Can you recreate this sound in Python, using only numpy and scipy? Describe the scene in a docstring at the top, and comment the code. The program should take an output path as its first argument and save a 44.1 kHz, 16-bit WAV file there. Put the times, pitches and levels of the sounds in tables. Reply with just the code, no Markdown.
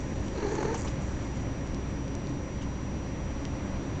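"""A mother cat and her kittens in a cardboard box indoors, on a small camera's mono microphone. In the first
second she gives one soft, rolled murmur while paws scuff the cardboard and fur brushes the bedding. The
brushing dies away, small claws tick now and then, and toward the end a kitten shuffles across the box floor.
Under it all lie the rumble and hum of the room, the camera's hiss and thin whine, and a dull low rub that
swells now and then."""
import sys
import numpy as np
from scipy import signal
from scipy.fft import rfft, irfft
from scipy.io import wavfile
from scipy.ndimage import uniform_filter1d

SR = 44100
rng = np.random.default_rng(int(sys.argv[2]) if len(sys.argv) > 2 else 0)


def waveform_to_disk(signal):
    """Save audio, clipped to [-1, 1], as 16-bit WAV at the path in sys.argv[1]."""
    frames = np.transpose(np.atleast_2d(signal))
    scaled = np.clip(frames, -1, 1) * 32767
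    samples = np.round(scaled).astype(np.int16)
    wavfile.write(sys.argv[1], SR, samples)


N = 176400
TIME = np.arange(N) / SR


def amp(db):
    """Decibels to gain."""
    return 10 ** (np.asarray(db) / 20)


def unit(x):
    """Scales to rms 1."""
    return x / np.sqrt(np.mean(x ** 2) + 1e-20)


def curve(points):
    """Joins (time_s, value) points by straight lines."""
    return np.interp(TIME, *np.transpose(points))


def shape(points, hz):
    """Gain at each frequency from (freq_hz, gain_db) points."""
    f, db = np.transpose(points)
    return amp(np.interp(np.log(hz + 1), np.log(f + 1), db))


def add(mix, start_s, sound):
    """Mixes a sound in at start_s."""
    part = mix[max(round(start_s * SR), 0):][:len(sound)]
    part += sound[:len(part)]


def band(x, hz, width_hz):
    """Passes x through a steep resonance; rms 1."""
    f = np.fft.rfftfreq(len(x), 1 / SR)
    return unit(irfft(rfft(x) / (1 + 1j * (f - hz) / width_hz * np.sqrt(2)) ** 2, len(x)))


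def resonate(x, hz, width_hz):
    """A steep resonance that follows the curve hz; rms 1."""
    carrier = np.exp(2j * np.pi * np.cumsum(hz) / SR)
    pole = np.exp(-np.pi * width_hz * np.sqrt(2) / SR)
    return unit((carrier * signal.lfilter([1], [1, -2 * pole, pole * pole], x / carrier)).real)


def wander(rate_hz):
    """Slow random motion of rms 1."""
    f = np.fft.rfftfreq(N, 1 / SR)
    return unit(irfft(rfft(rng.standard_normal(N)) * np.exp(-(f / rate_hz) ** 2), N))


def murmur():
    """The mother's closed-mouth hum swells and lifts in pitch with each roll, over a throat rasp."""
    # rolls of the voice: centre_s, half_length_s, level_db, pitch_hz
    rolls = [(0.382, 0.0301, -54, 414.8), (0.446, 0.015, -31.5, 430.2), (0.48, .012, -39, 409.3),
             (0.522, 0.019, -31.5, 439.5), (.596, 0.019, -34.5, 446.3), (0.652, 0.0156, -33, 459),
             (0.706, 0.0302, -31.5, 454.2), (0.765, 0.02, -40.5, 470)]
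    # harmonics of the hum: multiple, relative_db
    overtones = [(1, -2), (2, -9), (3, -25), (4, -18.5), (5, -36)]
    pitch_sag, jitter, shimmer_db = 0.099, 0.02174, 2.5
    swell = sum(amp(db) * np.exp(-((TIME - s) / half) ** 2) for s, half, db, _ in rolls)
    effort = swell / amp(curve([(s, db) for s, _, db, _ in rolls]))  # near 1 at each crest
    crest_hz = curve([(s, hz) for s, _, _, hz in rolls])
    pitch_hz = crest_hz * (1 - pitch_sag * (1 - np.minimum(effort, 1)))
    cycles = np.cumsum(pitch_hz * (1 + jitter * wander(115))) / SR
    tone = np.zeros(N)
    for multiple, db in overtones:
        gain = amp(db + shimmer_db * wander(130))
        tone += gain * np.sin(2 * np.pi * (multiple * cycles + rng.random()))
    return unit(tone) * swell + throat_rasp(effort)


def throat_rasp(effort):
    """Fluttering puffs of breath ring the throat and nose, easing off between the rolls."""
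    # rasp at full effort: time_s, level_db
    levels = [(.31, -59), (.355, -39.5), (.43, -33.5), (.52, -35), (.62, -34), (.72, -36), (.76, -38),
              (.8, -60)]
    # throat and nose resonances: base_hz, width_hz, relative_db
    throat = [(367, 91, 5), (896, 160, -2.5), (1257, 160, -8.5), (1660, 280, -8), (1980, 570, -11.5),
              (4270, 360, -15.5), (6280, 550, -15)]
    # mouth opening, which scales base_hz: time_s, factor
    mouth = [(.35, 1.07), (.47, 0.96), (.55, 1.02), (.64, 1), (.75, 1)]
    flutter_hz, flutter_db = 38.9, 4
    flutter = np.sin(2 * np.pi * np.cumsum(flutter_hz * (1 + .15 * wander(20))) / SR)
    puffs = rng.standard_normal(N) * amp(flutter_db * flutter)
    rasp = sum(amp(db) * resonate(puffs, hz * curve(mouth), width) for hz, width, db in throat)
    return unit(rasp) * amp(curve(levels)) * effort ** 0.12


def paw_scuffs():
    """Each scuff rings the box, with a bright scrape on top."""
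    # paws on cardboard: start_s, decay_s, thud_db, scrape_db, scrape_hz, scrape_width_hz
    scuffs = [(.352, 0.011, -63, -56, 4200, 500), (.375, .008, -48, -50, 4200, 500),
              (.402, 0.0042, -35, -46, 4250, 700), (.467, .003, -56, -43, 4350, 1100),
              (.551, 0.0063, -30, -42, 6600, 1000), (.605, .004, -37, -46, 6500, 690),
              (0.626, 0.0077, -27, -46, 6300, 1500), (0.655, 0.0042, -41, -42.5, 6200, 891),
              (0.743, 0.0081, -29, -40.5, 6200, 1000), (.75, 0.0055, -54, -45.5, 6200, 1800),
              (.752, 0.012, -48, -46.5, 2916, 300), (0.775, 0.0084, -55, -44, 7000, 1200),
              (.789, 0.0089, -39.5, -47.5, 7700, 1200), (0.808, .004, -52, -43, 7200, 1400),
              (.845, 0.02, -36, -48, 6800, 1800), (.872, 0.011, -50, -43.5, 2900, 1780),
              (.88, 0.0046, -39, -40.5, 5300, 800), (1.896, .014, -65, -59, 7550, 1500),
              (2.612, 0.019, -49, -50, 2840, 700), (2.619, 0.014, -62, -52, 6000, 2000)]
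    # resonances of the box: centre_hz, width_hz, relative_db
    box = [(418, 160, 3), (928, 440, 1.5), (1290, 500, -9.5), (1670, 510, -12)]
    rise_s = 0.0022
    out, t = np.zeros(N), TIME[:SR // 10]
    for start_s, decay_s, thud_db, scrape_db, hz, width in scuffs:
        rub = rng.standard_normal(len(t))
        thud = unit(sum(amp(db) * band(rub, f, w) for f, w, db in box))
        scrape = band(rub, hz, width)
        envelope = np.minimum(t / rise_s, 1) * np.exp(-(t / decay_s) ** 2 / 2)
        add(out, start_s, envelope * (amp(thud_db) * thud + amp(scrape_db) * scrape))
    return out


def claw_ticks():
    """A claw catches: one dry snap and a tiny scratch behind it."""
    # claw catches: start_s, snap_peak_db, centre_hz, width_hz
    ticks = [(.283, -32, 4500, 4000), (1.023, -37, 7200, 2500), (1.667, -37, 6000, 4500),
             (1.674, -35, 6060, 4000), (1.746, -31, 5000, 3500), (2.08, -31.5, 4950, 3500),
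             (2.152, -29, 6430, 2600), (2.271, -31, 4400, 2400), (2.294, -38, 6450, 2500),
             (3.453, -25.5, 2500, 5000)]
    scratch_db, scratch_decay_s = -14.5, 0.0019
    out, t = np.zeros(N), TIME[:SR // 10]
    for start_s, db, hz, width in ticks:
        snap = band(signal.unit_impulse(len(t)), hz, width)
        scratch = band(rng.standard_normal(len(t)), hz, width) * np.exp(-t / scratch_decay_s)
        add(out, start_s, amp(db) * (snap / abs(snap).max() + amp(scratch_db) * scratch))
    return out


def fur_brushing():
    """Fur drags over the bedding in dense, clumped grains."""
    # strength of the brushing: time_s, level_db
    levels = [(.33, -60), (.4, -66), (.48, -58), (.52, -49), (.58, -57), (.73, -55.5), (.79, -46.5),
              (.86, -54.5), (.92, -51.5), (.97, -68), (1.04, -57), (1.09, -56), (1.16, -61), (1.42, -58),
              (1.5, -94)]
    # spectrum of fur on cloth: freq_hz, relative_db
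    colour = [(200, -15), (800, 5), (1500, -3), (3000, -8.5), (4500, -1), (5500, -0.5), (7000, 8),
              (8500, -6)]
    grains_per_s, spread_db, clump_db = 2000, 4, 2.5
    sizes = amp(spread_db * np.minimum(rng.exponential(1, N), 4) + clump_db * wander(56))
    grains = rng.choice([-1, 1], N) * sizes * (rng.random(N) < grains_per_s / SR)
    rustle = irfft(rfft(grains) * shape(colour, np.fft.rfftfreq(N, 1 / SR)), N)
    return unit(rustle) * amp(curve(levels))


def kitten_shuffle():
    """A soft, uneven drag of fur across the cardboard floor."""
    # strength of the drag: time_s, level_db
    levels = [(2.2, -85), (2.7, -59.5), (3.2, -56.5), (3.5, -57), (3.68, -50), (3.85, -55), (4, -56)]
    uneven_db = 2
    drag = band(rng.standard_normal(N), hz=850, width_hz=650)
    return drag * amp(curve(levels) + uneven_db * wander(25))


def low_rub():
    """A soft, dull low rub comes and goes under the scene, strongest around 2.3 s."""
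    # strength of the rub: time_s, level_db
    levels = [(0, -51), (.3, -46.5), (.9, -47), (1.3, -51.5), (1.7, -46), (2.0, -47.5), (2.3, -43),
              (2.6, -51), (3.0, -47.5), (3.4, -53), (4, -58.5)]
    return band(rng.standard_normal(N), hz=341, width_hz=238) * amp(curve(levels))


def rumble_and_hiss():
    """Room rumble and camera hiss: a steady bed of noise with faint patches and a slow drift."""
    # spectrum of the bed: freq_hz, relative_db
    colour = [(10, -20.5), (23, 3), (30, -9), (38, -12), (50, -5.5), (72, -0.5), (105, -3), (142, -2.5),
              (163, -13), (198, -3), (236, -11), (280, -5.5), (447, -19), (547, -15.5), (690, -21.5),
              (1000, -24.5), (1370, -28), (2160, -29), (3510, -37.5), (5550, -41), (6600, -41.5),
              (7500, -42), (8600, -49.5)]
    # drift of the hiss, in full above hiss_hz: time_s, relative_db
    drift = [(0, 1), (1.2, 1.5), (2.0, -0.1), (2.8, -0.1), (3.3, 0.5), (4, 1.4)]
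    level_db, patch_db, hiss_hz = -34.5, 0.5, 800
    hz, _, spectra = signal.stft(rng.standard_normal(N), SR, nperseg=4096)
    bed = signal.istft(spectra * shape(colour, hz)[:, None], SR, nperseg=4096)[1][:N]
    hz, t, spectra = signal.stft(bed, SR, nperseg=512)
    patches = uniform_filter1d(rng.standard_normal(spectra.shape), size=12, axis=0)  # across pitch
    patches = unit(uniform_filter1d(patches, size=10, axis=1))  # across time
    drift_db = np.interp(t, *np.transpose(drift)) * np.minimum(hz / hiss_hz, 1)[:, None]
    bed = signal.istft(spectra * amp(patch_db * patches + drift_db), SR, nperseg=512)[1][:N]
    return amp(level_db) * unit(bed)


def room_hum():
    """Mains hum with a slightly wandering phase, among narrow drones of noise."""
    # drones in the room: centre_hz, width_hz, level_db
    drones = [(140, 31.4, -44.5), (194.2, 15, -48.5), (272.4, 25.7, -46.5), (547.6, 15, -54.5),
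              (879, 88, -60.5), (1020, 90, -58.5), (1877, 78, -66.5)]
    mains_hz, mains_db, wander_rad = 60.33, -41, .1
    droning = sum(amp(db) * band(rng.standard_normal(N), hz, width) for hz, width, db in drones)
    mains = np.sin(2 * np.pi * mains_hz * TIME + wander_rad * wander(5.3))
    return droning + amp(mains_db) * unit(mains)


def camera_whine():
    """The camera's electronics give one thin, barely wavering tone."""
    pitch_hz, wander_hz, level_db = 5821, 2.5, -57.5
    cycles = np.cumsum(pitch_hz + wander_hz * wander(11)) / SR
    return amp(level_db) * unit(np.sin(2 * np.pi * cycles))


def scene():
    """The cat, the kittens and the room at one microphone."""
    cats = murmur() + paw_scuffs() + claw_ticks() + fur_brushing() + kitten_shuffle()
    background = low_rub() + rumble_and_hiss() + room_hum() + camera_whine()
    return (cats + background)[None]


def record(dry):
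    """The camera's microphone rolls off the treble, then cuts it steeply."""
    # treble response of the microphone: freq_hz, gain_db
    response = [(7300, 0), (7900, -5), (8400, -9), (8900, -14)]
    cutoff_hz = 8800
    gain = shape(response, np.fft.rfftfreq(2 * N, 1 / SR))
    dulled = irfft(rfft(dry, 2 * N) * gain)[:, :N]
    lowpass = signal.firwin(401, cutoff_hz, window=("kaiser", 8), fs=SR)
    return signal.oaconvolve(dulled, lowpass[None], "same")


dry = scene()
out = record(dry)
waveform_to_disk(out)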